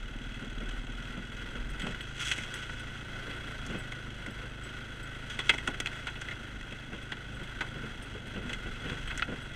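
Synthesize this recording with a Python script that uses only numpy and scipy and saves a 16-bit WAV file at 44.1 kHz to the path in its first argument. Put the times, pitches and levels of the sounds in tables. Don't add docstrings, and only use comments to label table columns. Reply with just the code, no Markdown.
import sys
import numpy as np
from scipy import signal
from scipy.fft import rfft, irfft
from scipy.io import wavfile
from scipy.ndimage import uniform_filter1d

SR = 44100
rng = np.random.default_rng(int(sys.argv[2]) if len(sys.argv) > 2 else 0)


def wav_record(signal):
    frames = np.transpose(np.atleast_2d(signal))
    bounded = np.clip(frames, -1, 1)
    quanta = np.round(bounded * 32767).astype(np.int16)
    wavfile.write(sys.argv[1], SR, quanta)


N = 421155
TIME = np.arange(N) / SR


def undb(db):
    return 10 ** (np.asarray(db) / 20)


def unit(x):
    return x / np.sqrt(np.mean(x ** 2))


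def power_sum_db(gains):
    return 10 * np.log10(sum(g ** 2 for g in gains))


def wander(rate_hz):
    k = int(SR / rate_hz)
    steps = np.repeat(rng.standard_normal(N // k + 1), k)
    return unit(uniform_filter1d(steps, k)[:N])


def swell(s, attack, release):
    return np.exp(np.minimum((TIME - s) / attack, (s - TIME) / release))


def add(track, s, sound):
    i = int(s * SR)
    track[i:i + len(sound)] += sound[:N - i]


def burst(response, t60, rise, ragged_db):
    t = TIME[:SR // 4]
    envelope = undb(-60 * t / t60) * (1 - np.exp(-t / rise))
    sizes = undb(ragged_db * np.repeat(rng.standard_normal(len(t)), 32)[:len(t)])
    blows = envelope * sizes * rng.standard_normal(len(t))
    x = signal.fftconvolve(blows, response)[:len(t)]
    return x * np.linalg.norm(envelope) / np.linalg.norm(x)


def ring(x, hz, width_hz, direct):
    y = direct * x + signal.lfilter(*signal.iirpeak(hz, hz / width_hz, fs=SR), x)
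    return y * np.linalg.norm(x) / np.linalg.norm(y)


# centre in Hz, width in Hz, boost in dB.
CASE_MODES = [(930, 16, 4), (1349, 140, 5), (1481, 213, 12), (1948, 47, 6), (2094, 224, 7.5),
              (2583, 75, 10), (2734, 250, 5.5), (2943, 77, 8), (3201, 137, 7), (3348, 181, 13),
              (4020, 290, 5), (4780, 100, 6.5), (5490, 87, 5.5), (6065, 320, 7), (7870, 210, 6),
              (8840, 560, 5.5)]

def case_response(spectrum):
    size = 8192
    f = np.arange(size // 2 + 1) * SR / size
    hz, db = np.transpose(spectrum)
    db = np.interp(np.log(f + 1), np.log(hz), db)
    db -= 40 * np.log10(np.maximum(f / hz[-1], 1))
    db += sum(boost / (1 + (2 * (f - centre) / width) ** 2) for centre, width, boost in CASE_MODES)
    cepstrum = irfft(np.log(undb(db)))
    response = irfft(np.exp(rfft(2 * cepstrum[:size // 2], size)))
    return response / np.linalg.norm(response)


def through_case(x, spectrum):
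    return signal.fftconvolve(x, case_response(spectrum))[:N]


# frequency in Hz, relative level in dB.
MUFFLER_SPECTRUM = [(20, -3.5), (30, 1.5), (50, -25), (78, -11), (96, 1.5), (112, 1), (136, 2.5),
                    (158, -11.5), (215, -22), (290, -18.5), (420, -29), (900, -43)]
AIRBOX_SPECTRUM = [(60, -35), (160, -8), (205, -8), (235, 3.5), (265, -4), (330, -14.5), (500, -35),
                   (1200, -57)]

def engine_putter(cycle, throb_db, pipe_db, intake_db):
    throb = unit(np.sin(4 * np.pi * cycle) * undb(2.4 * wander(12)))
    firings = np.diff(np.floor(cycle), prepend=0)
    puffs = unit(firings * undb(0.57 * rng.standard_normal(N)))
    gulps = unit(firings * undb(2.0 * rng.standard_normal(N)))
    muffler = through_case(puffs * undb(pipe_db), MUFFLER_SPECTRUM)
    airbox = through_case(gulps * undb(intake_db), AIRBOX_SPECTRUM)
    return throb * undb(throb_db) + muffler + airbox


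# place in the engine cycle from 0 to 1, relative level in dB.
VALVE_CLOSURES = [(.07, 5.5), (.5, 7)]
# frequency in Hz, relative level in dB.
TICK_SPECTRUM = [(500, -30), (1400, -1.5), (2400, -2.5), (3000, 0.5), (3380, -2.5), (3800, -6), (5000, -24),
                 (6500, -9), (8500, -17.5), (10000, -28), (15000, -36)]
RASP_SPECTRUM = [(150, -17.5), (300, 8), (500, 3), (800, -2.5), (1150, -2.5), (1500, 2), (2000, 1),
                 (2400, -6), (3100, -6.5), (3700, -8.5), (5000, -16), (8500, -20), (10000, -23.5),
                 (15000, -34.5)]

def valve_gear(cycle, rasp_db, tick_db):
    firing = cycle.astype(int)
    strength = undb(1.8 * rng.standard_normal((N // 100, len(VALVE_CLOSURES))))
    ticks = 0
    for k, (place, db) in enumerate(VALVE_CLOSURES):
        age = ((cycle - place) % 1) / 0.055
        ticks += undb(db) * strength[firing, k] * age * np.exp(-age)
    valves = through_case(unit(ticks * rng.standard_normal(N)) * undb(tick_db), TICK_SPECTRUM)
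    surge_db = 2.0 * np.cos(2 * np.pi * (cycle + 0.2)) + 0.72 * wander(90) + 1.2 * wander(11)
    gears = through_case(rng.standard_normal(N) * undb(rasp_db + surge_db), RASP_SPECTRUM)
    return valves + gears


# peak time in seconds, half-width in seconds, sway in dB, throb in dB.
DIPS = [(0.08, 0.088, -44, -41), (0.75, 0.28, -48, -37.5), (1.66, .15, -37.5, -47), (3.64, .12, -47, -45.5),
        (8.62, 0.14, -39, -64), (9.08, 0.13, -40.5, -51)]

def lurches(sway_db, throb_db):
    sway, throb = [undb(sway_db)], [undb(throb_db)]
    for s, width, heave_db, labour_db in DIPS:
        dip = np.exp(-((TIME - s) / width) ** 2)
        sway.append(undb(heave_db) * dip)
        throb.append(undb(labour_db) * dip)
    return power_sum_db(sway), power_sum_db(throb)


# start in seconds, level in dB, ring in Hz, 60 dB decay in seconds (capped below).
JOLTS = [(0.421, -39, 191, 0.18), (0.602, -38.5, 235, 0.31), (1.164, -35.5, 182, 0.24),
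         (1.549, -38, 240, 0.3), (1.83, -32.5, 143, 0.27), (1.864, -30, 232, 0.14),
         (3.271, -39.5, 153, 0.22), (3.695, -34.5, 308, 0.33), (3.744, -29, 410, 0.096),
         (4.279, -37, 225, 0.16), (4.428, -39.5, 183, .14), (5.491, -39, 441, 0.24),
         (5.673, -35.5, 283, .15), (6.716, -40.5, 275, 0.18), (6.919, -37, 198, 0.32),
         (7.413, -35, 199, 0.11), (7.755, -37, 143, 0.18), (7.832, -33.5, 217, 0.14),
         (8.147, -35.5, 440, .12), (8.357, -33, 206, 0.19), (8.449, -33, 230, 0.14),
         (8.499, -36.5, 261, 0.18), (8.656, -35, 186, 0.15), (8.852, -34, 180, 0.23),
         (8.913, -30.5, 142, 0.13), (9.278, -33.5, 230, 0.25), (9.319, -30, 202, 0.12)]
# frequency in Hz, relative level in dB.
PANEL_SPECTRUM = [(40, -1), (110, -8), (180, 2.5), (300, -1.5), (500, -2.5), (800, -18), (1500, -18),
                  (3000, -21), (4500, -49)]
SWAY_SPECTRUM = [(5, -8), (15, -1), (28, 7.5), (50, -2), (90, -13), (300, -109)]
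RUMBLE_SPECTRUM = [(30, -8.5), (70, 2.5), (130, 0), (220, 2.5), (330, -6), (500, -9), (800, -13.5),
                   (1500, -32), (4000, -81)]

def chassis(sway_db, rolling_db):
    thuds, panel = np.zeros(N), case_response(PANEL_SPECTRUM)
    roughness = [undb(rolling_db)]
    for s, db, hz, t60 in JOLTS:
        blow = burst(panel, min(t60, 0.28), rise=0.0032, ragged_db=2)
        add(thuds, s, undb(db) * ring(blow, hz, width_hz=22, direct=0.57))
        roughness.append(undb(db - 19) * swell(s, 0.14, 0.14))
    sway = through_case(rng.standard_normal(N) * undb(sway_db), SWAY_SPECTRUM)
    shaking = rng.standard_normal(N) * undb(power_sum_db(roughness) + wander(16))
    return sway + through_case(shaking, RUMBLE_SPECTRUM) + thuds


# peak time in seconds, level in dB, attack and release in seconds.
BRUSH_HEAPS = [(1.87, -45, .05, 0.093), (2.288, -34, 0.088, 0.093), (2.62, -49, 0.17, 0.43),
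               (3.68, -48, 0.079, .1), (5.32, -46, 0.05, 0.12), (5.49, -42, 0.04, 0.13),
               (5.92, -53, 0.079, .35), (8.92, -50.5, 0.36, 0.4)]
# frequency in Hz, relative level in dB.
CRUNCH_SPECTRUM = [(300, -21), (1000, -6), (1500, 5), (2600, 5), (3300, 4), (4500, -6.5), (6500, -4.5),
                   (8500, -15), (10000, -24), (15000, -34)]
SPLINTER_SPECTRUM = [(2500, -67), (4500, -2), (6500, 8), (8500, 3), (10000, -5), (15000, -20)]

def leaves(litter_db, per_second=2800, spread_db=3.0):
    heaps = [undb(db) * swell(s, attack, release) for s, db, attack, release in BRUSH_HEAPS]
    level_db = power_sum_db([undb(litter_db)] + heaps)
    sizes = undb(spread_db * np.minimum(rng.exponential(size=N), 5))
    signs = rng.choice([-1, 1], (2, N))
    fractures = rng.random(N) < per_second / SR
    grains = unit(fractures * sizes) * undb(level_db + 2.0 * wander(45))
    bright_db = 0.5 * (level_db - level_db.max()) - 9.5
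    crunch = through_case(grains * signs[0], CRUNCH_SPECTRUM)
    splinters = through_case(grains * signs[1] * undb(bright_db), SPLINTER_SPECTRUM)
    return crunch + splinters


def twigs(per_second=2, db=-42, spread_db=6, hz=1920, knock_db=-16, splinter_db=-16, t60=0.042):
    chance = rng.random((int(per_second * N / SR), 3))
    return [(when * N / SR, db + spread_db * (2 * size - 1), hz * 2 ** (thin - 0.5),
             knock_db, splinter_db, t60) for when, size, thin in chance]


# start in seconds, level in dB, ring in Hz, knock and splinters in dB
# relative to the crack, the crack's 60 dB decay in seconds.
STICK_BREAKS = [(0.691, -35.5, 1460, -12, -12, 0.036), (1.796, -35, 3250, -21, -12, 0.084),
                (1.8163, -33.5, 3220, -15, -23, .056), (1.866, -32.5, 1370, -5, -22, 0.044),
                (1.945, -34, 1460, -19, -24, 0.053), (2.006, -31, 3070, -27, -26, 0.034),
                (2.314, -21.5, 2600, -24, -16, 0.071), (2.378, -31.5, 2130, -19, -13, 0.1),
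                (2.54, -30.5, 3300, -17, -8, 0.03), (2.6947, -33, 1430, -13, -28, 0.033),
                (3.3105, -32, 1440, -18, -28, 0.026), (3.6636, -43.5, 1410, -19, 1, 0.046),
                (3.92, -33, 2010, -13, -14.5, .046), (4.2622, -33, 2080, -11, -15, 0.031),
                (5.2985, -34, 3320, -27, -14, .08), (5.3889, -25.5, 3430, -11, -17, 0.079),
                (5.4931, -10.3, 2140, -18.5, -20.5, .05), (5.537, -27.5, 1990, -6, -18, 0.041),
                (5.5792, -30, 2000, -15, -17, 0.07), (5.674, -21.5, 1320, -10, -16, 0.062),
                (5.742, -32, 1490, -25, -22, 0.033), (5.801, -23.5, 1950, -10, -7.5, 0.032),
                (5.8582, -25.5, 2450, -22, -17, 0.05), (5.871, -25.5, 2590, -18, -18, 0.034),
                (6.068, -29, 1460, -14, -19, 0.1), (6.1551, -36.5, 2880, -14, -28, 0.055),
                (6.214, -31, 1560, -18, -11.5, 0.043), (6.2848, -31.5, 1960, -26, -25, 0.045),
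                (6.31, -32, 1950, -19, -23, 0.068), (7.1187, -28, 1980, -11, -21, .055),
                (7.607, -26, 1330, -10.5, -21.5, .1), (8.4915, -35, 1470, -17, -16, .12),
                (8.531, -27, 2070, -26, -14.5, 0.039), (8.898, -32, 3380, -12, -23, 0.045),
                (9.0728, -36, 3180, -23, -26, 0.13), (9.106, -30, 1420, -16, -28, .07),
                (9.1757, -31, 1590, -21, -4.5, 0.042), (9.194, -30, 1450, -28, -22, 0.074),
                (9.2222, -17.8, 1320, -18, -38, 0.03)]
# frequency in Hz, relative level in dB.
KNOCK_SPECTRUM = [(80, -59), (250, 2), (550, -2), (820, 0), (1100, -1.5), (1600, -40), (4000, -92)]
CRACK_SPECTRUM = [(500, -50), (1100, -8.5), (1500, -3.5), (1900, 3), (2400, -1.5), (3300, -4), (4200, -9),
                  (6000, -29)]

def sticks():
    out = np.zeros(N)
    knock, wood, splinter = map(case_response, (KNOCK_SPECTRUM, CRACK_SPECTRUM, SPLINTER_SPECTRUM))
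    for s, db, hz, knock_db, splinter_db, t60 in STICK_BREAKS + twigs():
        rise = 0.011 * t60
        crack = ring(burst(wood, t60, rise, ragged_db=4.0), hz, width_hz=330, direct=0.76)
        add(out, s, undb(db) * crack)
        add(out, s, undb(db + knock_db) * burst(knock, 1.32 * t60, rise, ragged_db=7.5))
        add(out, s, undb(db + splinter_db) * burst(splinter, 0.81 * t60, rise, ragged_db=1.5))
    return out


# start in seconds, level in dB.
RATTLES = [(1.6985, -50), (1.8144, -46), (2.0073, -48), (2.5411, -42.5), (2.7934, -51), (3.7843, -46),
           (4.3051, -52), (4.6354, -44.5), (5.0275, -48.5), (7.0249, -55), (7.3454, -54), (7.4294, -56),
           (8.0222, -46.5), (8.2694, -54), (9.0728, -48), (9.419, -52)]
# frequency in Hz, relative level in dB, 60 dB decay in seconds.
METAL_MODES = [(5140, -3, .04), (6180, -6, 0.069), (7930, 3, .14), (8670, 3, .06), (8580, -3, 0.036),
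               (9450, -6, .11), (10300, -6, .06), (12400, -13, .08), (12920, -15, .05), (14500, -11, .07)]

def clinks():
    out, t = np.zeros(N), TIME[:SR // 4]
    modes = sum(undb(db - 60 * t / t60) * np.sin(2 * np.pi * hz * t) for hz, db, t60 in METAL_MODES)
    for s, db in RATTLES:
        add(out, s, undb(db) * burst(modes, t60=0.041, rise=0.00062, ragged_db=4))
    return out


# time in seconds, firing rate in Hz.
FIRING_RATE = [(0.0, 18.9), (0.42, 19.2), (0.87, 19.0), (1.75, 22.6), (2.2, 26.6), (2.66, 28.2),
               (3.48, 28.1), (4.23, 25.2), (5.18, 26.6), (5.56, 27.7), (6.28, 27.4), (6.6, 24.7),
               (6.97, 26.3), (7.87, 26.2), (8.01, 24.1), (8.24, 25.3), (8.56, 23.6), (9.55, 22.8)]
# time in seconds, opening from 0 to 1.
THROTTLE_OPENING = [(0, 0.4), (1.0, 0.7), (1.95, 0.7), (2.9, 0.67), (3.8, 0.95), (4.2, 0.42), (5.3, 0.5),
                    (5.7, 0.8), (6.55, 0.04), (7.3, 0), (7.8, 0.5), (8.1, 0.1), (8.5, 0.85), (9.2, 0.9),
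                    (9.55, 0.6)]
IDLE_HZ, FULL_LOAD_DB = 19, 3.5

def scene():
    firing_hz = np.interp(TIME, *np.transpose(FIRING_RATE))
    load_db = FULL_LOAD_DB * np.interp(TIME, *np.transpose(THROTTLE_OPENING))
    cycle = np.cumsum(firing_hz * (1 + 0.007 * wander(20))) / SR
    octaves = np.log2(firing_hz / IDLE_HZ)
    sway_db, throb_db = lurches(sway_db=-48.5 - 5.5 * octaves, throb_db=-46 - 10 * octaves)
    pipe_db = -49.5 + 0.5 * octaves + load_db
    putter = engine_putter(cycle, throb_db, pipe_db, intake_db=-48.5 - 25 * octaves)
    clatter = valve_gear(cycle, rasp_db=-51.5 + 7.5 * octaves + load_db, tick_db=-52.5 - 7.5 * octaves)
    frame = chassis(sway_db, rolling_db=-51 - 0.5 * octaves) + clinks()
    trail = leaves(litter_db=-57) + sticks()
    return (putter + clatter + frame + trail)[None]


def record(dry):
    return signal.sosfilt(signal.ellip(10, 0.2, 80, 15400, fs=SR, output="sos"), dry)


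dry = scene()
out = record(dry)
wav_record(out)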